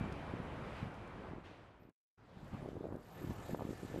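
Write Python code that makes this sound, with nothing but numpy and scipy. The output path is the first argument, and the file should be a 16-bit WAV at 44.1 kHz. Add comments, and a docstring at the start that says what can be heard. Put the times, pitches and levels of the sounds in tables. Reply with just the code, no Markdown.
"""A small bus on a breezy street

The tyre roar of city traffic grows quieter while wind thumps on the microphone, until the street sound breaks
off at about 1.9 s. After a short silence the scene changes: a small bus rolls by at arm's length, first its
front tyres, then the rear engine with its hiss, tiny squeaks and thin whistle. The air it drags along buffets
the microphone."""
import sys
import numpy as np
from scipy import signal
from scipy.io import wavfile

SR = 44100
rng = np.random.default_rng(int(sys.argv[2]) if len(sys.argv) > 2 else 0)


def wav_record(signal):
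    """Record a signal, one row per channel, as 16-bit PCM in the file named by sys.argv[1]."""
    frames = np.transpose(np.atleast_2d(signal))
    bounded = np.clip(frames, -1, 1)
    # unit amplitude maps onto the largest positive 16-bit level
    quanta = np.round(bounded * 32767).astype(np.int16)
    wavfile.write(sys.argv[1], SR, quanta)


N = 176400
T = np.arange(N) / SR

# Traffic moving away (time [s], roar level [dB], hiss level [dB])
TRAFFIC_LEVELS = [(0, -46.5, -59.5), (.5, -47, -61), (.68, -47, -59.5), (.8, -48.5, -56.5),
                  (.92, -50.5, -63.5), (1.27, -50.5, -65.5), (1.42, -55.5, -71.5), (1.65, -59, -72),
                  (1.9, -67.5, -80.5)]
# Tone of its roar and of its hiss (frequency [Hz], relative level [dB])
TRAFFIC_ROAR_SPECTRUM = [(25, -9), (55, 3), (115, 2.5), (220, -3), (450, -4.5), (900, -7), (1400, -11.5),
                         (2200, -23.5), (4000, -43.5), (8000, -61.5)]
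TRAFFIC_HISS_SPECTRUM = [(500, -25), (1400, 1), (2400, 2), (3500, -7.5), (6000, -20.5), (8500, -22.5),
                         (11000, -33), (15000, -35)]
# Faint brakes (start [s], end [s], pitch [Hz], level [dB], width [Hz], fade-out [s])
BRAKE_SQUEALS = [(-.2, 1.1, 2339, -71.5, 8, .25), (-.2, 1.1, 10422, -90, 120, .3),
                 (1.8, 1.85, 13344, -83, 50, 0.041)]
# Short hisses and ticks (start [s], level [dB], rise [s], decay [s], top frequency [Hz])
HISS_PUFFS = [(0.122, -57.5, 0.004, 0.0028, 7000), (.306, -73, .001, .005, 6980),
              (.935, -73, .01, .015, 8000), (1.075, -69, .001, .004, 8000), (1.43, -62, .025, 0.13, 3170),
              (1.832, -74, .001, .004, 4500), (1.895, -75, .001, .002, 12000),
              (2.685, -69, .003, .008, 6000), (2.958, -72, .002, .005, 11000)]
# Wind on the microphone (middle [s], half length [s], level [dB], top frequency [Hz])
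WIND_GUSTS = [(0.043, 0.11, -44, 234), (0.36, .09, -53.5, 297), (0.565, 0.2, -56, 244),
              (0.843, 0.036, -45, 200), (1.169, 0.026, -49, 244), (1.273, .04, -54.5, 910),
              (1.315, 0.042, -53.5, 394), (1.514, .018, -54.5, 313), (1.89, 0.071, -58, 400),
              (2.441, .025, -53.5, 162), (2.542, 0.0094, -46, 202), (2.67, .03, -47.5, 510),
              (2.78, 0.068, -48.5, 424), (2.851, 0.0099, -40.5, 610), (2.927, 0.04, -45.5, 516),
              (3.24, 0.021, -45.5, 335), (3.302, 0.025, -42, 300), (3.404, 0.017, -47.5, 347),
              (3.536, 0.04, -46.5, 395), (3.614, 0.02, -44, 650), (3.695, 0.068, -48, 370),
              (3.846, 0.0053, -44, 400), (3.964, 0.032, -44, 404)]
# Single swirls of air hitting the microphone (time [s], peak level [dB], pitch [Hz])
WIND_THUMPS = [(0.012, -27, 157), (0.079, -35, 200), (0.128, -53, 160), (.339, -29, 224),
               (0.403, -31.5, 144), (.83, -31.5, 156), (1.336, -34, 228), (1.384, -37, 262),
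               (2.373, -42.5, 134), (2.431, -40, 148), (2.537, -37, 204), (2.549, -34.5, 157),
               (2.65, -45, 380), (2.66, -32.5, 410), (2.689, -32, 330), (2.733, -36.5, 268),
               (2.756, -35.5, 258), (2.81, -32.5, 292), (2.842, -34.5, 455), (2.856, -30, 403),
               (3.299, -30, 150), (3.495, -31, 390), (3.523, -47, 298), (3.536, -27, 205),
               (3.547, -26, 477), (3.549, -34.5, 970), (3.595, -33, 710), (3.609, -31, 594),
               (3.624, -36.5, 550), (3.673, -46, 320), (3.708, -31, 245), (3.731, -34.5, 320),
               (3.833, -33.5, 260), (3.85, -34.5, 204), (3.902, -36.5, 250), (3.949, -35.5, 288),
               (3.962, -31, 378), (3.989, -31.5, 272)]
# The bus going by (time [s], tyre roar level [dB], tyre hiss level [dB], engine level [dB])
BUS_LEVELS = [(2.18, -65, -79, -87), (2.35, -57.5, -72, -76), (2.5, -53, -68, -65), (2.64, -51.5, -66, -70),
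              (2.72, -56.5, -71, -69), (2.97, -55, -78.5, -70), (3.06, -58.5, -71.5, -64),
              (3.22, -51, -68, -57.5), (3.52, -56.5, -87, -53.5), (3.575, -58.5, -88, -59),
              (3.7, -59.5, -66, -57), (3.86, -56, -68.5, -55), (4, -56.5, -60.5, -57)]
# Tone of its tyre roar, tyre hiss and engine noise (frequency [Hz], relative level [dB])
BUS_ROAR_SPECTRUM = [(25, -11), (60, -0.5), (120, 1.5), (250, -3.5), (500, -9.5), (900, -10.5),
                     (1400, -15.5), (2500, -39), (6000, -55)]
BUS_HISS_SPECTRUM = [(500, -25), (1400, 5), (2500, -1.5), (4000, -6), (6000, -16.5), (8000, -19.5),
                     (11000, -27), (15000, -31)]
ENGINE_SPECTRUM = [(40, 2), (110, 9), (250, -1), (600, 2.5), (1300, -11.5), (2300, -11), (4000, -16.5),
                   (6000, -21), (7700, -17), (9300, -26.5), (11500, -28.5), (15000, -53)]
# Notes at which the engine rings (pitch [Hz], width [Hz], level against the engine noise [dB])
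ENGINE_RESONANCES = [(106.5, 15.4, -5), (1254, 75, -18.5), (1385, 70, -24), (1749, 67, -14.5),
                     (2143, 130, -28)]
# The engine's thin whistle (time [s], level [dB])
WHISTLE_LEVELS = [(2.18, -115), (2.36, -106), (2.43, -88), (2.6, -94), (2.9, -90), (3.06, -80),
                  (3.14, -74.5), (3.3, -72.5), (3.41, -80), (3.49, -71), (3.6, -76), (4, -77)]

STREET_END_S, FADE_OUT_S = 1.898, .007
BUS_START_S, FADE_IN_S = 2.173, .0095
FIRING_HZ, FIRING_DEPTH = 40.23, .19  # how often and how strongly the engine pulses


def from_db(db):
    """Turn decibels into a number to multiply a sound by."""
    return 10 ** (np.asarray(db) / 20)


def unit_power(x):
    """Scale a signal so that its average power is 1."""
    return x / np.sqrt(np.mean(x ** 2) + 1e-20)


def gains(rows):
    """Make one volume curve over time for each level column of a table."""
    times, *columns = np.transpose(rows)
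    return [from_db(np.interp(T, times, db)) for db in columns]


def filtered(x, hz, kind, order=2):
    """Keep the lows, the highs or one band of a signal."""
    sos = signal.butter(order, np.clip(hz, 10, .45 * SR), kind, fs=SR, output="sos")
    return signal.sosfilt(sos, x)


def noise_band(low_hz, high_hz, order=2):
    """Noise between two frequencies; its start is dropped so the filter has settled."""
    noise = rng.standard_normal(N + SR // 2)
    return unit_power(filtered(noise, [low_hz, high_hz], "band", order)[-N:])


def ring(hz, width_hz):
    """A note kept ringing by noise: the narrower, the purer."""
    return noise_band(hz - width_hz / 2, hz + width_hz / 2, order=3)


def drift(rate_hz):
    """A smooth random wobble, about 1 in size, with its peaks rounded off."""
    wobble = unit_power(filtered(rng.standard_normal(N + SR), rate_hz, "low")[SR:])
    return unit_power(np.tanh(wobble / 2))


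def shaped_noise(spectrum, flicker_db):
    """Noise with a given tone, built from narrow bands that each flicker a little."""
    hz, db = np.transpose(spectrum)
    edges = 20 * 2 ** (np.arange(30) / 3)  # three bands to an octave
    times = np.linspace(0, N / SR, 100)
    out = 0
    for low, high in zip(edges, edges[1:]):
        level = np.interp(np.log(low * high) / 2, np.log(hz), db)
        gain = np.interp(T, times, from_db(level + flicker_db * rng.standard_normal(len(times))))
        out += gain * np.sqrt(high - low) * noise_band(low, high)
    return unit_power(out)


def traffic():
    """The tyres of passing cars roar and hiss, growing quieter as they leave."""
    roar_gain, hiss_gain = gains(TRAFFIC_LEVELS)
    roar = roar_gain * shaped_noise(TRAFFIC_ROAR_SPECTRUM, flicker_db=1.1)
    hiss = hiss_gain * shaped_noise(TRAFFIC_HISS_SPECTRUM, flicker_db=.9)
    return roar + hiss


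def brakes(rise_s=.0079):
    """Far-off brakes ring with thin tones that swell and fade."""
    out = 0
    for start, end, hz, db, width, fade in BRAKE_SQUEALS:
        fade_in = (1 + np.tanh((T - start) / rise_s)) / 2
        fade_out = (1 - np.tanh((T - end) / fade)) / 2
        out += from_db(db) * fade_in * fade_out * ring(hz, width)
    return out


def puffs(low_hz=1100):
    """Bursts of bright noise rise quickly and die away; the shortest sound like ticks."""
    out = 0
    for start, db, rise, decay, top_hz in HISS_PUFFS:
        fade_in = np.clip((T - start) / rise, 0, 1)
        fade_out = np.exp(-np.maximum(T - start - rise, 0) / decay)
        out += from_db(db) * fade_in * fade_out * noise_band(low_hz, top_hz)
    return out


def gusts(low_hz=65, lump_db=7.5):
    """Churning air makes swells of lumpy rumble; faster air reaches higher frequencies."""
    lumps = from_db(lump_db * drift(rate_hz=130))
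    out = 0
    for middle, half, db, top_hz in WIND_GUSTS:
        air = filtered(lumps * rng.standard_normal(N), top_hz, "low", order=3)
        air = unit_power(filtered(air, low_hz, "high"))
        swell = np.exp(-((T - middle) / half) ** 2 / 2)
        out += from_db(db) * swell * air
    return out


def thumps(half_length_cycles=.39, steepening=.11):
    """A swirl of air crossing the microphone gives one brief pressure swing of random shape."""
    out = 0
    for (time, db, hz), offset in zip(WIND_THUMPS, rng.random(len(WIND_THUMPS))):
        cycles = (T - time) * hz
        bend = steepening * np.tanh(2 * np.pi * cycles)  # speeds up the middle of the swing
        swing = np.cos(2 * np.pi * (cycles + offset) + bend)
        swell = np.exp(-np.minimum((cycles / half_length_cycles) ** 2, 50))
        out += from_db(db) * swell * swing
    return out


def squeaks(firings, pitch_hz=10300, scatter_hz=450, wobble_hz=390, decay_s=.0035, spread_db=6):
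    """A tiny squeak at every second engine firing, each with its own strength and pitch."""
    count, fraction = np.divmod(firings / 2, 1)
    strength, detune = rng.uniform(-1, 1, (256, 2))[count.astype(int)].T
    age = fraction * 2 / FIRING_HZ / decay_s  # time since the squeak began, in decay times
    hz = pitch_hz + scatter_hz * detune + wobble_hz * drift(rate_hz=620)
    tone = np.sin(2 * np.pi * np.cumsum(hz) / SR)
    return unit_power(from_db(spread_db * strength) * age * np.exp(-age) * tone)


def engine(jitter_cycles=.15, squeak_db=-25):
    """Noise and ringing notes pulse each time the fuel fires, with squeaks on top."""
    firings = FIRING_HZ * T + jitter_cycles * drift(rate_hz=8)  # a slightly uneven running count
    noise = shaped_noise(ENGINE_SPECTRUM, flicker_db=1.85)
    notes = sum(from_db(db) * ring(hz, width) for hz, width, db in ENGINE_RESONANCES)
    pulse = 1 + FIRING_DEPTH * np.cos(2 * np.pi * firings)
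    return (noise + notes) * pulse + from_db(squeak_db) * squeaks(firings)


def whistle(flutter_db=2.8):
    """The engine's thin, high whistle, fluttering in loudness."""
    tone = ring(hz=11890, width_hz=520)
    flutter = from_db(flutter_db * drift(rate_hz=40))
    return gains(WHISTLE_LEVELS)[0] * unit_power(tone * flutter)


def bus():
    """The front tyres roll past first; the rear engine and its whistle follow."""
    roar_gain, hiss_gain, engine_gain = gains(BUS_LEVELS)
    roar = roar_gain * shaped_noise(BUS_ROAR_SPECTRUM, flicker_db=3.0)
    hiss = hiss_gain * shaped_noise(BUS_HISS_SPECTRUM, flicker_db=3.1)
    return roar + hiss + engine_gain * engine() + whistle()


def scene(floor_db=-104):
    """The street, a silent gap, then the bus; wind and puffs of hiss play over both parts."""
    street_on = np.exp(-np.clip((T - STREET_END_S) / FADE_OUT_S, 0, 20))
    bus_on = np.clip((T - BUS_START_S) / FADE_IN_S, 0, 1)
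    mix = from_db(floor_db) * noise_band(30, 3000, order=1)  # barely audible steady noise
    mix += street_on * (traffic() + brakes())
    mix += bus_on * bus()
    mix += (street_on + bus_on) * (gusts() + thumps() + puffs())
    return mix[None]  # one channel


def record(dry, cutoff_hz=15000):
    """Cut away the very highest treble with a steep filter."""
    return signal.sosfilt(signal.ellip(10, .1, 70, cutoff_hz, fs=SR, output="sos"), dry)


dry = scene()
out = record(dry)
wav_record(out)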